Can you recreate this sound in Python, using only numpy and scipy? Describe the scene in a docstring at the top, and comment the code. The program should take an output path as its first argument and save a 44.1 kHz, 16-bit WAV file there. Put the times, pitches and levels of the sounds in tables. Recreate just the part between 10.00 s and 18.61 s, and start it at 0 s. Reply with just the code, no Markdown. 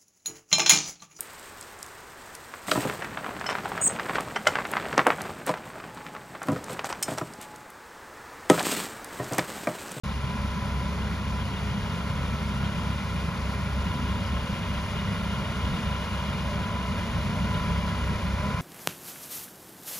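"""A six-cylinder diesel tractor slowly approaches across an open field, drawing a slurry tanker.
Periodic exhaust pulses beat against the tanker's pump over a lumpy rumble, and the cylinders' knocks
excite the resonances of the block. A panel booms, a fan hums, and gear whine and ringing steel fade
in and out on the breeze. Slurry hisses and patters behind. Two close microphone ports hear the machine."""
import sys
import numpy as np
from scipy import signal
from scipy.fft import rfft, irfft
from scipy.io import wavfile

SR = 44100
rng = np.random.default_rng(int(sys.argv[2]) if len(sys.argv) > 2 else 0)


def to_wav(s):
    """Save 16-bit WAV."""
    ch = np.atleast_2d(s).T  # columns
    pcm = np.round(np.clip(ch, -1, 1) * 32767)  # PCM
    wavfile.write(sys.argv[1], SR, pcm.astype(np.int16))


N = 379701
TIME, HZ = np.arange(N) / SR, np.fft.rfftfreq(N, 1 / SR)
PROGRESS = TIME / TIME[-1] - .5  # -0.5 at the start, +0.5 at the end
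SIDES = np.array([[1], [-1]])  # left, right
CYCLE_HZ, PUMP_HZ = 16.095, 33.835  # four-stroke cycles (six firings each); turns of the pump's rotor

def gain_of(db):
    """Amplitude ratio: tenfold for every 20 dB."""
    return 10 ** (np.asarray(db) / 20)

def unit_rms(x):
    """Normalisation to unit mean power."""
    return x / np.sqrt(np.mean(x ** 2) + 1e-20)

def envelope(curve):
    """Amplitude envelope, interpolated in decibels."""
    return gain_of(np.interp(TIME, *np.transpose(curve)))

def nearer(rise_db):
    """Level rises as distance falls: by rise_db in all, with unit gain halfway."""
    return gain_of(rise_db * PROGRESS)

def response(points):
    """Frequency response, interpolated on a logarithmic frequency axis."""
    hz, value = np.transpose(points)
    return np.interp(np.log(HZ + 1), np.log(hz + 1), value)

def coloured(x, spectrum, resonances=()):
    """Source-filter model: a smooth spectrum with Lorentzian peaks and dips; rms 1."""
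    peaks_db = sum(lift / (1 + (2 * (HZ - hz) / width) ** 2) for hz, width, lift in resonances)
    return unit_rms(irfft(rfft(x) * gain_of(response(spectrum) + peaks_db), N))

def drift(rate_hz, count=2048):
    """Random fluctuation: noise low-passed at rate_hz; rms 1."""
    hz = np.fft.rfftfreq(count, N / SR / count)
    slow = irfft(rfft(rng.standard_normal(count)) * (hz > 0) / (1 + (hz / rate_hz) ** 2))
    return np.interp(TIME, np.linspace(0, N / SR, count), unit_rms(slow))

def harmonics(turns, orders, fade_db, fade_hz, pulsed=False):
    """Harmonics of a rotation, each fading on its own in moving air; pulsed ones are phase-aligned."""
    total = 0
    for order, db in orders.items():
        phase = round(order) * turns + (0 if pulsed else rng.random())
        fading = gain_of(fade_db * drift(fade_hz))
        total += gain_of(db) * unit_rms(np.sin(2 * np.pi * phase) * fading)
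    return total

def ringing(x, hz, width_hz):
    """Forced vibration of a damped resonator whose frequency may move; rms 1."""
    carrier = np.exp(2j * np.pi * np.cumsum(hz * np.ones(N)) / SR)
    pole = np.exp(-np.pi * width_hz / SR)
    return unit_rms((carrier * signal.lfilter([1], [1, -2 * pole, pole * pole], x / carrier)).real)

# Scattered sound at the ports: (frequency [Hz], gain against the direct sound [dB])
PORT_SCATTER = [(100, -32), (360, -36), (560, -25), (800, -16), (1200, -19), (2200, -15), (3100, -11),
                (3600, -11), (6000, -10), (7300, -8), (7800, -26), (8600, -24), (9200, -10), (11000, -17),
                (13000, -14), (14000, -30)]
# Shading by the housing: (frequency [Hz], left minus right level [dB])
PORT_SHADE = [(400, 0), (760, -1), (1000, 0.5), (1400, -1), (1750, -3.5), (2050, 0.5), (2450, 0.5),
              (2900, 2.5), (3250, 12), (3650, 3.5), (4200, 7.5), (5400, 1.5), (6600, 2.5), (8000, -0.5)]
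# Delay between the ports: (frequency [Hz], phase lead of the left [rad])
PORT_LEAD = [(20, -.2), (70, -.25), (170, -.39), (250, -.28), (360, 0), (560, 0), (700, .7), (810, 1.5),
             (900, .75), (1100, .45), (1250, .15), (1450, .65), (1620, .35), (1800, .9), (2050, .55),
             (2400, .9), (2700, 2), (2900, 1.6), (3150, 2.3), (3500, .2), (6100, 0), (7500, -2.2),
             (7800, -3), (8600, -3.3), (9000, -4.1), (10100, -4.8), (11000, -6.3), (12500, -6.3),
             (13900, -9.4)]
def ports(direct, scattered):
    """Level and phase differences: the housing shades and delays; scattered sound decorrelates the pair."""
    pair = rfft(direct) + SIDES * rfft(scattered) * gain_of(response(PORT_SCATTER))
    shade = gain_of(SIDES * response(PORT_SHADE) / 2)
    delay = np.exp(1j * SIDES * response(PORT_LEAD) / 2)
    return irfft(pair * delay * shade / np.sqrt(np.mean(shade ** 2, axis=0)), N)

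def high_hiss(hz=15100, width_hz=260, level_db=-65.5, rise_db=8):
    """Narrow-band noise: a faint, thin hiss, opposite in the two channels, slowly growing louder."""
    band = irfft(rfft(rng.standard_normal(N)) / (1 + (2 * (HZ - hz) / width_hz) ** 2), N)
    return gain_of(level_db + rise_db * PROGRESS) * unit_rms(band) * SIDES

def panel_boom(level_db=-52.5):
    """Resonance under random forcing: a large panel rings roughly, louder as the tractor nears."""
    shaking = rng.standard_normal(N) * gain_of(2 * drift(7.8))
    return gain_of(level_db) * nearer(rise_db=11) * ringing(shaking, hz=599, width_hz=85)

# Bright steel modes: (frequency [Hz], width [Hz], relative level [dB], share of the swell [0-1])
STEEL_MODES = [(2870, 177, 1, 0.8), (3250, 42, -4, 0.7), (3347, 54, -8, 0.8), (3647, 120, -6, 0.5),
               (4004, 130, -11, .5)]
# Swells in which the breeze carries the ringing: (time [s], level [dB])
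STEEL_SWELLS = [(0.05, -55), (1.1, -59), (1.5, -51), (2.4, -54.5), (2.8, -48), (3.55, -62), (3.95, -49),
                (4.6, -50), (6.2, -47), (6.5, -51), (6.8, -51), (6.98, -51), (7.85, -49), (8.6, -61)]
def steel_rattle(cycles, shimmer_db=1.5, rattle_db=2.0, waver_hz=11):
    """Modal vibration: each turn of the crankshaft rattles steel modes that waver and creep upward."""
    swell = envelope(STEEL_SWELLS)
    crank = np.sin(2 * np.pi * 2 * cycles)
    shaking = rng.standard_normal((2, N)) * gain_of(shimmer_db * drift(32) + rattle_db * crank)
    total = 0
    for hz, width, db, share in STEEL_MODES:
        creep_hz = 45 * PROGRESS * width / STEEL_MODES[0][1]  # wider modes creep further
        mode = ringing(shaking, hz + waver_hz * drift(5.4) + creep_hz, width)
        total += gain_of(db) * (swell / swell.mean()) ** share * mode
    return swell.mean() * total

# Spectrum of the spray: (frequency [Hz], relative level [dB])
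SPRAY_SPECTRUM = [(300, -12), (1500, -1), (2800, 11), (3800, 4.5), (4500, 7), (5500, 4), (5750, 1),
                  (6600, 2.7), (8000, -3), (9800, 0), (11000, -5.5), (13300, -12), (15600, -16)]
# How well the breeze carries the hiss: (time [s], relative level [dB])
SPRAY_LEVEL = [(0.05, -46), (0.07, -48.5), (6.24, -47), (6.72, -48.5), (7.29, -46.5), (8.5, -47.5),
               (8.6, -46)]
def slurry_spray(drops_per_s=900, surge_db=0.5, pulse_db=0.3):
    """Broadband and shot noise: slurry hisses off the splash plate, pulsing with the pump; clots patter."""
    sizes = 0.58 * gain_of(9 + 2.4 * np.minimum(rng.exponential(1, N), 4))
    drops = sizes * (rng.random(N) < drops_per_s / SR) * rng.choice([-1, 1], (2, N))
    surge = gain_of(surge_db * drift(18) + pulse_db * np.sin(2 * np.pi * PUMP_HZ * TIME))
    hiss = coloured(rng.standard_normal((2, N)) + drops, SPRAY_SPECTRUM)
    return gain_of(1) * envelope(SPRAY_LEVEL) * surge * hiss

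# Spectrum of the rumble: (frequency [Hz], relative level [dB])
RUMBLE_SPECTRUM = [(18, -30), (26, -25), (31, -8), (38, -5), (56, -2), (78, 0), (112, -1.5), (155, 0),
                   (185, 2), (218, -4.5), (235, -3.5), (270, -12.5), (350, -23.5), (700, -50), (3000, -94)]
# Swells of the rumble: (time [s], relative level [dB])
RUMBLE_LEVEL = [(0.05, -31.5), (2.6, -29.5), (3.4, -32), (4.05, -27), (4.6, -29.5), (5.4, -31.5),
                (5.7, -24.5), (6.05, -31.5), (6.75, -29.5), (7.4, -27), (7.75, -29.5), (8.6, -30.5)]
def rumble(lump_db=0.43, lump_hz=5):
    """Low-frequency random noise from exhaust flow and lugged tyres on soft, lumpy ground."""
    lumps = gain_of(lump_db * drift(lump_hz))
    noise = coloured(rng.standard_normal((2, N)), RUMBLE_SPECTRUM)
    return gain_of(-3.5) * envelope(RUMBLE_LEVEL) * lumps * noise

# Speed of the fan: (time [s], blade-passing frequency [Hz])
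FAN_RATE = [(0.05, 205), (2.53, 212.1), (2.79, 204.1), (5.33, 203.3), (5.57, 207.1), (7.95, 207.1),
            (8.0, 199.6), (8.6, 200.5)]
# Hum of the fan: (harmonic of the blade rate [1], level [dB])
FAN_HARMONICS = {1: -43, 2: -57}
def cooling_fan():
    """Blade-passing tones, wandering in pitch as the fan hunts a little in speed."""
    blade_passes = np.cumsum(np.interp(TIME, *np.transpose(FAN_RATE))) / SR + 0.076 * drift(4.5)
    return harmonics(blade_passes, FAN_HARMONICS, fade_db=2.3, fade_hz=5.6)

# Meshing tones of the timing gears: (harmonic of the cycle rate [1], mid-approach level [dB])
GEAR_HARMONICS = {26: -57, 30: -63.5, 42: -59, 44: -58.5, 45: -65, 60: -53.5, 64: -57.5, 66: -53, 69: -59,
                  82: -56.5, 84: -56, 86: -56, 88: -59, 90: -59, 124: -65.5, 146: -61.5}
# The loudest gear's whine, fading on the breeze: (time [s], relative level [dB])
WHINE_LEVEL = [(0.1, -56), (0.3, -43), (0.5, -45), (0.72, -42), (1.08, -53.5), (1.35, -42.5), (1.75, -63),
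               (2.07, -44.5), (2.3, -49), (3.8, -49), (3.98, -44), (4.25, -56), (4.65, -47.5),
               (4.95, -53.5), (5.9, -44), (6.38, -50), (6.65, -41), (6.95, -41.5), (7.25, -56),
               (7.48, -35.5), (7.65, -40.5), (7.9, -43), (8.22, -48.5), (8.45, -42)]
def gears(cycles, teeth_per_cycle=62, flutter_hz=3.55, crest_s=3.96):
    """Gear-mesh tones at the tooth-contact rates; the loudest flutters, most plainly when it is faint."""
    mesh = harmonics(cycles + 0.0015 * drift(7.5), GEAR_HARMONICS, fade_db=4, fade_hz=6.8)
    flutter = gain_of(-55.5) * np.cos(2 * np.pi * flutter_hz * (TIME - crest_s))
    whine = harmonics(cycles, {teeth_per_cycle: 1}, fade_db=1.2, fade_hz=7)
    return nearer(rise_db=5) * mesh + (envelope(WHINE_LEVEL) + flutter) * whine

# Overtones of the pump: (harmonic of the rotor rate [1], level against the strongest [dB])
PUMP_HARMONICS = {3: -4.5, 4: -0.9, 5: 0, 6: -5.5, 7: -12.5}
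# The pump's throb and its buzzing overtones, each: (time [s], level [dB])
THROB_LEVEL = [(0.05, -31.5), (1.2, -30), (1.9, -37.5), (2.45, -29.5), (3.35, -34), (3.85, -29),
               (4.5, -33.5), (5.15, -36), (5.7, -31.5), (6.8, -34.5), (7.9, -30), (8.6, -32.5)]
BUZZ_LEVEL = [(0.05, -40), (1.6, -44.5), (2.7, -38.5), (3.5, -45), (4.3, -47.5), (5.3, -39.5), (5.9, -56),
              (6.8, -58), (7.4, -40.5)]
def pump(cycles):
    """Periodic displacement: the engine drives a twin-lobe pump, two strokes to each turn."""
    rotor = cycles * PUMP_HZ / CYCLE_HZ
    throb = envelope(THROB_LEVEL) * np.sin(2 * np.pi * 2 * rotor)
    buzz = envelope(BUZZ_LEVEL) * harmonics(rotor, PUMP_HARMONICS, fade_db=3, fade_hz=2.7, pulsed=True)
    return throb + buzz

def bonnet_rasp(x, hz=2250, width_hz=600, growth=0.16):
    """Directivity: the engine's rasp opens up as the side of the bonnet comes into view."""
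    rasp = irfft(rfft(x) / (1 + (2 * (HZ - hz) / width_hz) ** 4), N)
    return x + growth * PROGRESS * rasp

# Spectrum of the engine block: (frequency [Hz], relative level [dB])
BLOCK_SPECTRUM = [(100, -35), (300, -1), (430, -1.5), (560, 2), (660, -2), (760, -0.5), (900, 1),
                  (1150, -1), (1250, -3), (1750, -4.5), (2150, -1), (2700, -8), (4000, -13.5), (6000, -32),
                  (12000, -105)]
# Block and panel resonances, and dips where the ground reflection cancels:
# (frequency [Hz], width [Hz], gain [dB])
BLOCK_RESONANCES = [(594, 30, 3.5), (754, 32, -5), (795, 32, 2.5), (1018, 78, 4.5), (1185, 89, -2),
                    (1422, 440, 5), (1586, 52, -8.5), (1640, 43, 5.5), (1720, 68, -3.5), (2268, 65, -7.5),
                    (2392, 62, 4.5), (2540, 17, 3.5), (2670, 110, -4), (3790, 90, -6.5)]
def block_clatter(cycles, cylinders=6, knock_s=0.012, knock_db=-7, level_db=-38):
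    """Impact excitation: cylinders knock in turn, blurred by distance; part of each knock is periodic."""
    period = round(SR / CYCLE_HZ)
    phase = np.arange(period) / period
    since_knock_s = (phase * cylinders % 1) / cylinders / CYCLE_HZ
    blows = np.interp(cycles % 1, phase, 1 + gain_of(knock_db) * np.exp(-since_knock_s / knock_s))
    # equal lines at every multiple of the cycle rate; only the direct row repeats
    pattern = unit_rms(irfft(np.exp(2j * np.pi * rng.random(period // 2 + 1)), period))
    repeated = np.array([np.interp(cycles % 1, phase, pattern), rng.standard_normal(N)])
    fresh = rng.standard_normal((2, N))
    # the repeating share of the power lies mainly between 560 and 2100 Hz
    share = 0.41 / (1 + (HZ / 2100) ** 4) / (1 + (560 / (HZ + 1)) ** 4)
    knocks = irfft(rfft(blows * repeated) * np.sqrt(share) + rfft(blows * fresh) * np.sqrt(1 - share), N)
    flutter = gain_of(0.7 * drift(29))
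    block = coloured(knocks, BLOCK_SPECTRUM, BLOCK_RESONANCES)
    return gain_of(level_db) * nearer(rise_db=2) * flutter * block

# Firing tones of the exhaust: (harmonic of the cycle rate [1], mid-approach level [dB])
EXHAUST_HARMONICS = {3: -52, 4: -43, 6: -38.5, 9: -49, 12: -46, 14: -50.5}
def exhaust(cycles):
    """A periodic pulse train has a line spectrum; its tones beat against the pump's, so the bass throbs."""
    pulses = harmonics(cycles, EXHAUST_HARMONICS, fade_db=0.6, fade_hz=0.33, pulsed=True)
    return nearer(rise_db=4) * pulses

def scene(in_step_s=0.45):
    """Superposition of sources at a governed engine speed; pump and exhaust coincide near in_step_s."""
    cycles = CYCLE_HZ * (TIME - in_step_s) + 0.0059 * drift(0.51) + 0.0007 * drift(8.2)
    clatter = bonnet_rasp(block_clatter(cycles))
    # each noisy layer has two rows: direct and scattered sound
    direct, scattered = clatter + steel_rattle(cycles) + rumble() + slurry_spray()
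    drone = exhaust(cycles) + gears(cycles) + pump(cycles) + cooling_fan()
    return ports(direct + drone + panel_boom(), scattered) + high_hiss()

def record(dry, open_s=0.034, fade_s=0.005, cutoff_hz=15700):
    """Gating and band limiting: the sound opens after a moment and passes a low-pass filter."""
    opened = np.clip((TIME - open_s) / fade_s, 0, 1)
    lowpass = signal.firwin(511, cutoff_hz, window=("kaiser", 9), fs=SR)
    return signal.oaconvolve(dry * opened, lowpass[None], "same")

dry = scene()
out = record(dry)
to_wav(out)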